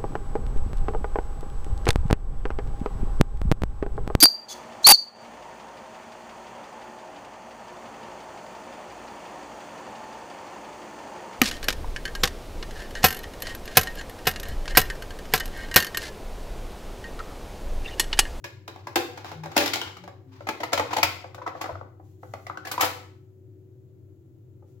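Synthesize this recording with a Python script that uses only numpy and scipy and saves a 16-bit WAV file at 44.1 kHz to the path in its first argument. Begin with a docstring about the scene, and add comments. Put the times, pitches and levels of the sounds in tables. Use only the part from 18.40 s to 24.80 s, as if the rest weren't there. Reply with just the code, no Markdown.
"""A small hard room, with a plastic toy vending machine on a table close to a stereo microphone.
A coin is pushed through the slot and tumbles inside, a button releases a toy can, fingers fish it out
of the tray and the flap slaps shut. Each knock makes the hollow plastic ring and the room echo, and
heavy ones rock the toy with a thud. Fingers rub on the casing; an appliance hums behind."""
import sys
import numpy as np
from scipy import signal
from scipy.fft import rfft, irfft
from scipy.io import wavfile
from scipy.ndimage import uniform_filter1d

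SR = 44100
rng = np.random.default_rng(int(sys.argv[2]) if len(sys.argv) > 2 else 0)


def master(y):
    """Save y as 16-bit WAV."""
    cut = np.clip(np.atleast_2d(y).T, -1, 1)
    pcm = np.round(cut * 32767)  # scale
    wavfile.write(sys.argv[1], SR, pcm.astype(np.int16))


N = 282240
TIME = np.arange(N) / SR
FIRM_DB = -28  # an ordinary firm knock in the knock tables


def undb(db):
    """Turn decibels into a gain."""
    return 10 ** (np.asarray(db) / 20)


def unit(x):
    """Scale a sound to an average (rms) level of 1."""
    return x / np.sqrt(np.mean(x ** 2) + 1e-30)


def add(track, start_s, sound):
    """Mix a sound into the track."""
    start = max(int(start_s * SR), 0)
    track[:, start:start + sound.shape[1]] += sound[:, :N - start]


def at_pitch(hz, table, column=1):
    """Read a table at any pitch, sliding between its rows."""
    table = np.array(table)
    return np.interp(np.log(np.maximum(hz, 1)), np.log(table[:, 0]), table[:, column])


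def noise(size, spectrum, apart_hz):
    """Noise shaped by (pitch_hz, level_db) rows; left and right are alike below apart_hz."""
    hz = np.fft.rfftfreq(size, 1 / SR)
    mid, side = rfft(rng.standard_normal((2, size)))
    side = side * (hz + apart_hz / 10) / (np.hypot(hz, apart_hz) + apart_hz / 10)
    return unit(irfft(np.array([mid + side, mid - side]) * undb(at_pitch(hz, spectrum)), size))


def band(x, low_hz, high_hz):
    """Keep the sound between two pitches."""
    edges = [low_hz, min(high_hz, SR / 2 - 1)]
    return signal.sosfilt(signal.butter(4, edges, "band", fs=SR, output="sos"), x)


def wander(rate_hz):
    """A smooth random wobble, about 1 in size."""
    size = int(SR / rate_hz)
    steps = np.repeat(rng.standard_normal(N // size + 1), size)
    return unit(uniform_filter1d(uniform_filter1d(steps, size), size)[:N])


def fade(t, fade_s):
    """Die away by 60 dB in fade_s seconds."""
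    return np.exp(-np.log(1000) * t / np.maximum(fade_s, 1e-3))


def ring(t, hz, ring_s, spread):
    """Fading tones; the higher ones are more out of step between left and right."""
    skew = spread * rng.standard_normal(np.shape(hz)) * hz ** 2 / (hz ** 2 + 900 ** 2)
    return np.array([np.sin(2 * np.pi * hz * t + side * skew) * fade(t, ring_s) for side in (-1, 1)])


# the room's low rumble: pitch_hz, relative_db
ROOM_NOISE = [(25, -31.5), (65, -30), (90, -3.5), (120, -2), (160, -15), (230, -26), (320, -13),
              (420, -24.5), (560, -30), (750, -41), (1200, -50), (5800, -60.5), (7200, -54.5), (8600, -66),
              (15000, -54)]
# the appliance's tones: pitch_hz, level_db
HUM_TONES = [(97.5, -55), (118.5, -61), (300, -74), (333, -71), (376, -59.5), (1378, -93), (6470, -100)]
# faint low tones that swell and fade: start_s, length_s, pitch_hz, level_db
PASSING_TONES = [(0.894, 0.26, 158, -37), (1.543, 0.21, 178.6, -48), (1.804, 0.23, 264, -51)]
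def background(hum_gain_db, noise_db, waver_db, drift):
    """An appliance's wavering hum over low room noise, and a few faint passing tones."""
    out = noise(N, ROOM_NOISE, apart_hz=600) * undb(noise_db)
    for hz, db in HUM_TONES:
        phase = 2 * np.pi * hz * TIME + drift * wander(4.6)
        out += np.sqrt(2) * undb(db + hum_gain_db + waver_db * wander(6.4)) * np.sin(phase)
    for start_s, length_s, hz, db in PASSING_TONES:
        swell = np.sin(np.pi * np.clip((TIME - start_s) / length_s, 0, 1)) ** 2
        out += undb(db) * swell * np.sin(2 * np.pi * hz * TIME)
    return out * undb([[1.7], [-1.7]])  # louder on the left


# the room's echo: pitch_hz, level_db, fade_s
ECHO = [(120, -2.5, 0.9), (363, 2, 0.51), (990, -7, 0.5), (2500, -1, 0.47), (5900, -6, 0.47),
        (15000, -6, 0.34)]
def room_echo(dry, gap_s, early_db, early_s, size=44100):
    """Sound bounces quickly off table and wall, then blurs into a tail whose treble dies first."""
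    t, response = np.arange(size) / SR, 0
    early_boost = 1 + undb(early_db) * np.exp(-t / early_s)
    onset = 1 - np.exp(-(t / gap_s) ** 2)
    for low_hz in 70 * 2. ** np.arange(9):
        middle_hz = low_hz * np.sqrt(2)
        shape = fade(t, at_pitch(middle_hz, ECHO, column=2)) * early_boost * onset
        echoes = band(noise(size, [(1, 0)], apart_hz=1000), low_hz, 2 * low_hz)
        response += undb(at_pitch(middle_hz, ECHO)) * echoes * unit(shape) / np.sqrt(size)
    return signal.fftconvolve(dry, response, axes=1)[:, :N]


# the hand nudges the whole toy: start_s, level_db
NUDGES = [(1.458, -36.5), (3.318, -26)]
def thuds(pitch_hz, ring_s, gain_db, growth, size=16384):
    """The toy rocks on the table under heavy knocks and nudges; growth is dB of thud per dB of knock."""
    out, t = np.zeros((2, N)), np.arange(size) / SR
    rock = ring(t, pitch_hz, ring_s, spread=0) * (1 - np.exp(-(t / 0.013) ** 2))
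    for start_s, db, *_ in COIN_KNOCKS + BUTTON_KNOCKS + TRAY_KNOCKS:
        add(out, start_s, undb(FIRM_DB + gain_db + growth * (db - FIRM_DB)) * rock)
    for start_s, db in NUDGES:
        add(out, start_s, undb(db) * rock)
    return out


def strokes(table, rise_s=.02, fade_s=.35):
    """Loudness of hand strokes: each builds quickly, holds and dies away."""
    return sum(undb(db) * np.exp(np.minimum(TIME - start, 0) / rise_s)
               * fade(np.maximum(TIME - end, 0), fade_s) for start, end, db in table)


# the plastic's many weak tones, blurred into noise: pitch_hz, relative_db
PLASTIC_NOISE = [(100, -12), (200, -6.5), (320, 3.5), (500, -8.5), (850, 11), (1600, 0.5), (2400, -2),
                 (3200, -5), (5200, -6.5), (7200, -13.5), (8800, -28.5), (11000, -21), (15500, -21.5)]
# fingers and coin rubbing on plastic: start_s, end_s, level_db
RUBS = [(.3, .52, -59), (.72, .8, -58.5), (.86, .93, -46), (1.13, 1.46, -44), (1.93, 2.3, -58.5),
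        (2.42, 2.58, -46.5), (3.15, 3.3, -59.5), (4.25, 4.42, -52.5)]
# skin brushing past: start_s, end_s, level_db
BRUSHES = [(3.65, 3.72, -72.5), (3.83, 4.1, -67), (6.28, 6.32, -75.5)]
def fingers(grain_db):
    """Fingers and coin stick and slip on the casing; skin brushes softly."""
    slips = unit(undb(grain_db * wander(70)))
    rub = noise(N, PLASTIC_NOISE, apart_hz=700) * slips * strokes(RUBS)
    skin_hiss = [(500, -9.5), (2000, -6.0), (5000, -6.5), (7000, -0.5), (8800, -11.5), (14000, -4.5)]
    return rub + noise(N, skin_hiss, apart_hz=485.4) * strokes(BRUSHES)


def knock(t, tones, ring_s, tones_db, damping, spread):
    """One knock rings the plastic's main tones over a short burst of its weaker ones."""
    hz, db = np.transpose(tones)[:, :, None]
    place, detune = rng.standard_normal((2, len(hz), 1))
    width_hz = 9 + damping * hz  # wider tones die sooner
    tone_fade_s = np.log(1000) / (np.pi * width_hz)
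    # where the knock lands sets each tone's strength and sign
    gain = undb(db + 5.7 * place) * width_hz * rng.choice([-1, 1], hz.shape)
    ringing = (gain * ring(t, hz * (1 + 0.0034 * detune), tone_fade_s, spread)).sum(1)
    burst = noise(len(t), PLASTIC_NOISE, apart_hz=1020) * fade(t, ring_s)
    return unit(burst) + undb(tones_db) * unit(ringing)


# borders of the bass, middle, treble and sheen (the very top): pitch_hz
BAND_EDGES = [180, 600, 2000, 8500, 17000]
def clatter(knocks, tones, gain_db, bass_db, bass_growth, treble_db, sheen_db, sheen_growth,
            tock_db, tock_cycles, tones_db, damping, flex, spread, size=8192):
    """Force sets each knock's bass, hardness its treble and sheen; the struck spot adds a pitched tock."""
    out, t = np.zeros((2, N)), np.arange(size) / SR
    contact = t < .0116  # each part's level is set over this first moment
    for start_s, db, hardness_db, pitch_hz, ring_s in knocks:
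        # a drawn-out knock also takes longer to bend the panels
        attack = 1 - np.exp(-(t / (flex * ring_s)) ** 2)
        hit = knock(t, tones, ring_s, tones_db, damping, spread) * attack
        tock = ring(t, pitch_hz, tock_cycles / pitch_hz, spread) * attack
        parts = [band(hit, low, high) for low, high in zip(BAND_EDGES, BAND_EDGES[1:])] + [tock]
        force_db = db - FIRM_DB
        # small stiff spots sound higher and move less air than broad panels
        stiffness = np.log2(pitch_hz / 850)  # octaves above an ordinary panel
        bass = bass_db + bass_growth * force_db - 3.5 * stiffness
        treble = treble_db + hardness_db
        sheen = sheen_db + sheen_growth * hardness_db + 0.26 * force_db
        # the tock stands out most in soft, light knocks
        tock_share = tock_db + 1.5 * stiffness - 0.19 * hardness_db - .1 * force_db
        for part, part_db in zip(parts, [bass, 0, treble, sheen, tock_share]):
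            add(out, start_s, part / part[:, contact].std() * undb(db + gain_db + part_db))
    return out


# the coin hits slot and chute: start_s, level_db, hardness_db, pitch_hz, ring_s
COIN_KNOCKS = [(0.04, -39.5, 1, 1700, 0.039), (0.277, -40.5, -1.5, 1018, 0.026),
               (0.359, -47.5, -9.5, 760, 0.021), (0.469, -38.5, -5.5, 990, 0.027),
               (0.556, -23.5, 0.5, 800, 0.031), (0.564, -28, -10, 746, 0.025),
               (0.773, -43, -2.5, 794, .035), (0.844, -42.5, -5, 751, 0.021),
               (0.914, -40, -8.5, 812, 0.029), (1.033, -42.5, -4, 870, 0.046),
               (1.057, -39, -8.5, 780, 0.022), (1.114, -44.5, -4.5, 796, 0.039),
               (1.1631, -22, -0.5, 681, 0.04), (1.176, -27.5, 8, 860, 0.021), (1.201, -33, 3.5, 459, 0.074),
               (1.211, -39, 2.5, 567, 0.13), (1.257, -32.5, 4.5, 1970, 0.042),
               (1.277, -38.5, 7.5, 3620, 0.02), (1.3331, -33.5, 9.5, 2200, 0.035),
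               (1.356, -36, 4, 770, 0.026), (1.4143, -35, -1.5, 3080, 0.017), (1.567, -49, 0, 1270, 0.031),
               (1.636, -49.5, -4.5, 588, 0.035), (1.675, -43, -11, 730, 0.032)]
# tones of the casing around the coin box: pitch_hz, relative_db
CASING_TONES = [(250, -11), (318, -14), (341, 5), (398, -5.5), (436, -13), (484, -3), (511, -4), (565, 1),
                (651, -4), (715, 0.5), (791, 5.5), (847, 1.5), (927, -10.5), (1095, 2), (1215, -7.5),
                (1415, 4.5), (1609, 2), (1650, -7.5), (2202, -1.5), (2467, -4), (3127, -22.5), (3940, -7),
                (4805, -21), (5150, -1)]
def coin_drop():
    """The coin goes through the slot and tumbles, ringing the hollow casing."""
    return clatter(COIN_KNOCKS, CASING_TONES, gain_db=-1.0, bass_db=-2.5, bass_growth=0.11,
                   treble_db=0.0, sheen_db=-7.5, sheen_growth=0.92, tock_db=-1.5, tock_cycles=24,
                   tones_db=-7.5, damping=0.022, flex=.085, spread=0.53)


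# button, latch and falling can: start_s, level_db, hardness_db, pitch_hz, ring_s
BUTTON_KNOCKS = [(2.006, -44.5, -15, 574, 0.014), (2.068, -34, -5.5, 755, .045),
                 (2.086, -24.5, -6.5, 757, 0.037), (2.2, -36, -6.5, 610, 0.062),
                 (2.231, -28, -5.5, 936, 0.047), (2.32, -35.5, -9, 740, .035),
                 (2.329, -22, -1.5, 670, 0.036), (2.3743, -23.5, -6, 873, 0.038),
                 (2.394, -20.5, -12.5, 636, 0.032), (2.417, -35, -20.5, 903, .02),
                 (2.504, -37, -10, 870, .1), (2.528, -26.5, -7, 990, 0.062), (2.564, -24.5, -4, 781, 0.042),
                 (2.579, -27, -6.5, 720, 0.057), (2.629, -17.5, 0, 2370, 0.034)]
# tones of the can's chute: pitch_hz, relative_db
CHUTE_TONES = [(317, -7), (430, -17), (484, -7.5), (565, -11), (655, -16), (710, -2.5), (847, -0.5),
               (925, 1), (1001, -10.5), (1076, 3.5), (1265, -1.5), (1340, -2.5), (1920, -16.5), (2061, -4),
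               (2202, -9), (2465, -10), (2637, -20.5), (3149, -8.5), (4200, -15.5), (4805, -9.5),
               (6029, -15.5)]
def can_release():
    """The button trips the latch and the can knocks its way down the chute."""
    return clatter(BUTTON_KNOCKS, CHUTE_TONES, gain_db=-2.5, bass_db=-6, bass_growth=-.2,
                   treble_db=2, sheen_db=-9.5, sheen_growth=1.15, tock_db=-2.5, tock_cycles=15,
                   tones_db=-1.5, damping=0.032, flex=0.082, spread=0.41)


# flap and can in the tray, then the can in the hand: start_s, level_db, hardness_db, pitch_hz, ring_s
TRAY_KNOCKS = [(2.84, -39.5, -14, 690, 0.034), (2.944, -45, 2, 1140, 0.039), (2.979, -41, -15, 761, 0.065),
               (3.015, -39, -13, 1050, 0.067), (3.062, -30, -14, 986, 0.062),
               (3.074, -29.5, -10, 1100, 0.04), (3.15, -40.5, -25, 680, 0.041),
               (3.209, -31, -1, 836, 0.071), (3.239, -31.5, -9.5, 737, 0.043),
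               (3.257, -35, -12, 1290, 0.045), (3.29, -33.5, -29, 654, .054),
               (3.353, -42.5, -15, 1260, 0.023), (3.411, -40, -25, 746, 0.02),
               (3.597, -56.5, -25.5, 745, .03), (3.83, -44, -15, 720, .03), (3.936, -35, -6, 617, 0.019),
               (4.066, -39, -2.5, 2010, 0.027), (4.098, -33, -17.5, 1230, .012),
               (4.172, -35, -8, 1307, 0.023), (4.249, -40, 1.5, 1720, .056), (4.268, -37, 2.5, 1740, 0.068),
               (4.312, -34.5, 7.5, 1160, 0.058), (4.338, -35.5, -6, 1080, 0.039),
               (4.378, -25.5, -10, 1060, 0.031), (4.395, -26.5, -10, 1155, .051),
               (4.406, -23, 5, 2230, 0.067), (4.42, -22.5, -5, 864, 0.13), (4.443, -31, 5, 798, .08),
               (6.223, -66, -30, 802, 0.042)]
# tones of the tray and its flap: pitch_hz, relative_db
TRAY_TONES = [(317, -10), (485, -13.5), (515, -4.5), (555, -14.5), (667, -11), (737, -2), (790, -1),
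              (990, -2), (1105, -1.5), (1220, -1), (1300, -4.5), (1480, -2), (1738, -14), (2000, -8.5),
              (2202, -18.5), (2780, -38), (4400, -17)]
def tray_and_flap():
    """The can bumps the tray as it is fished out, and the flap slaps shut."""
    return clatter(TRAY_KNOCKS, TRAY_TONES, gain_db=-2.5, bass_db=-9.5, bass_growth=-0.49,
                   treble_db=-4.0, sheen_db=-10, sheen_growth=1.8, tock_db=-3, tock_cycles=17,
                   tones_db=5, damping=0.046, flex=0.066, spread=0.92)


def scene():
    """Coin, button and tray, a little off centre, in the humming room."""
    coin, button, tray = coin_drop(), can_release(), tray_and_flap()
    touch = fingers(grain_db=4) + thuds(pitch_hz=95.3, ring_s=0.21, gain_db=-17.5, growth=1.9)
    left, right = coin + button + tray + touch
    # the toy stands to the left, so the right side hears it later and softer
    lag_s, balance = .00018, undb([[1.18], [-1.18]])
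    direct = np.array([left, np.pad(right, (round(lag_s * SR), 0))[:N]])
    # the hand covers the tray, so it sends less to the walls than the coin does
    to_walls = undb(2.5) * coin + button + undb(1.0) * tray + touch
    echo = room_echo(to_walls, gap_s=0.0044, early_db=1.5, early_s=0.014)
    return (direct + echo) * balance + background(hum_gain_db=-0.5, noise_db=-52, waver_db=3, drift=0.86)


def record(dry):
    """Cut the treble above 16000 Hz."""
    return signal.sosfilt(signal.ellip(10, .2, 80, 16000, fs=SR, output="sos"), dry)


dry = scene()
out = record(dry)
master(out)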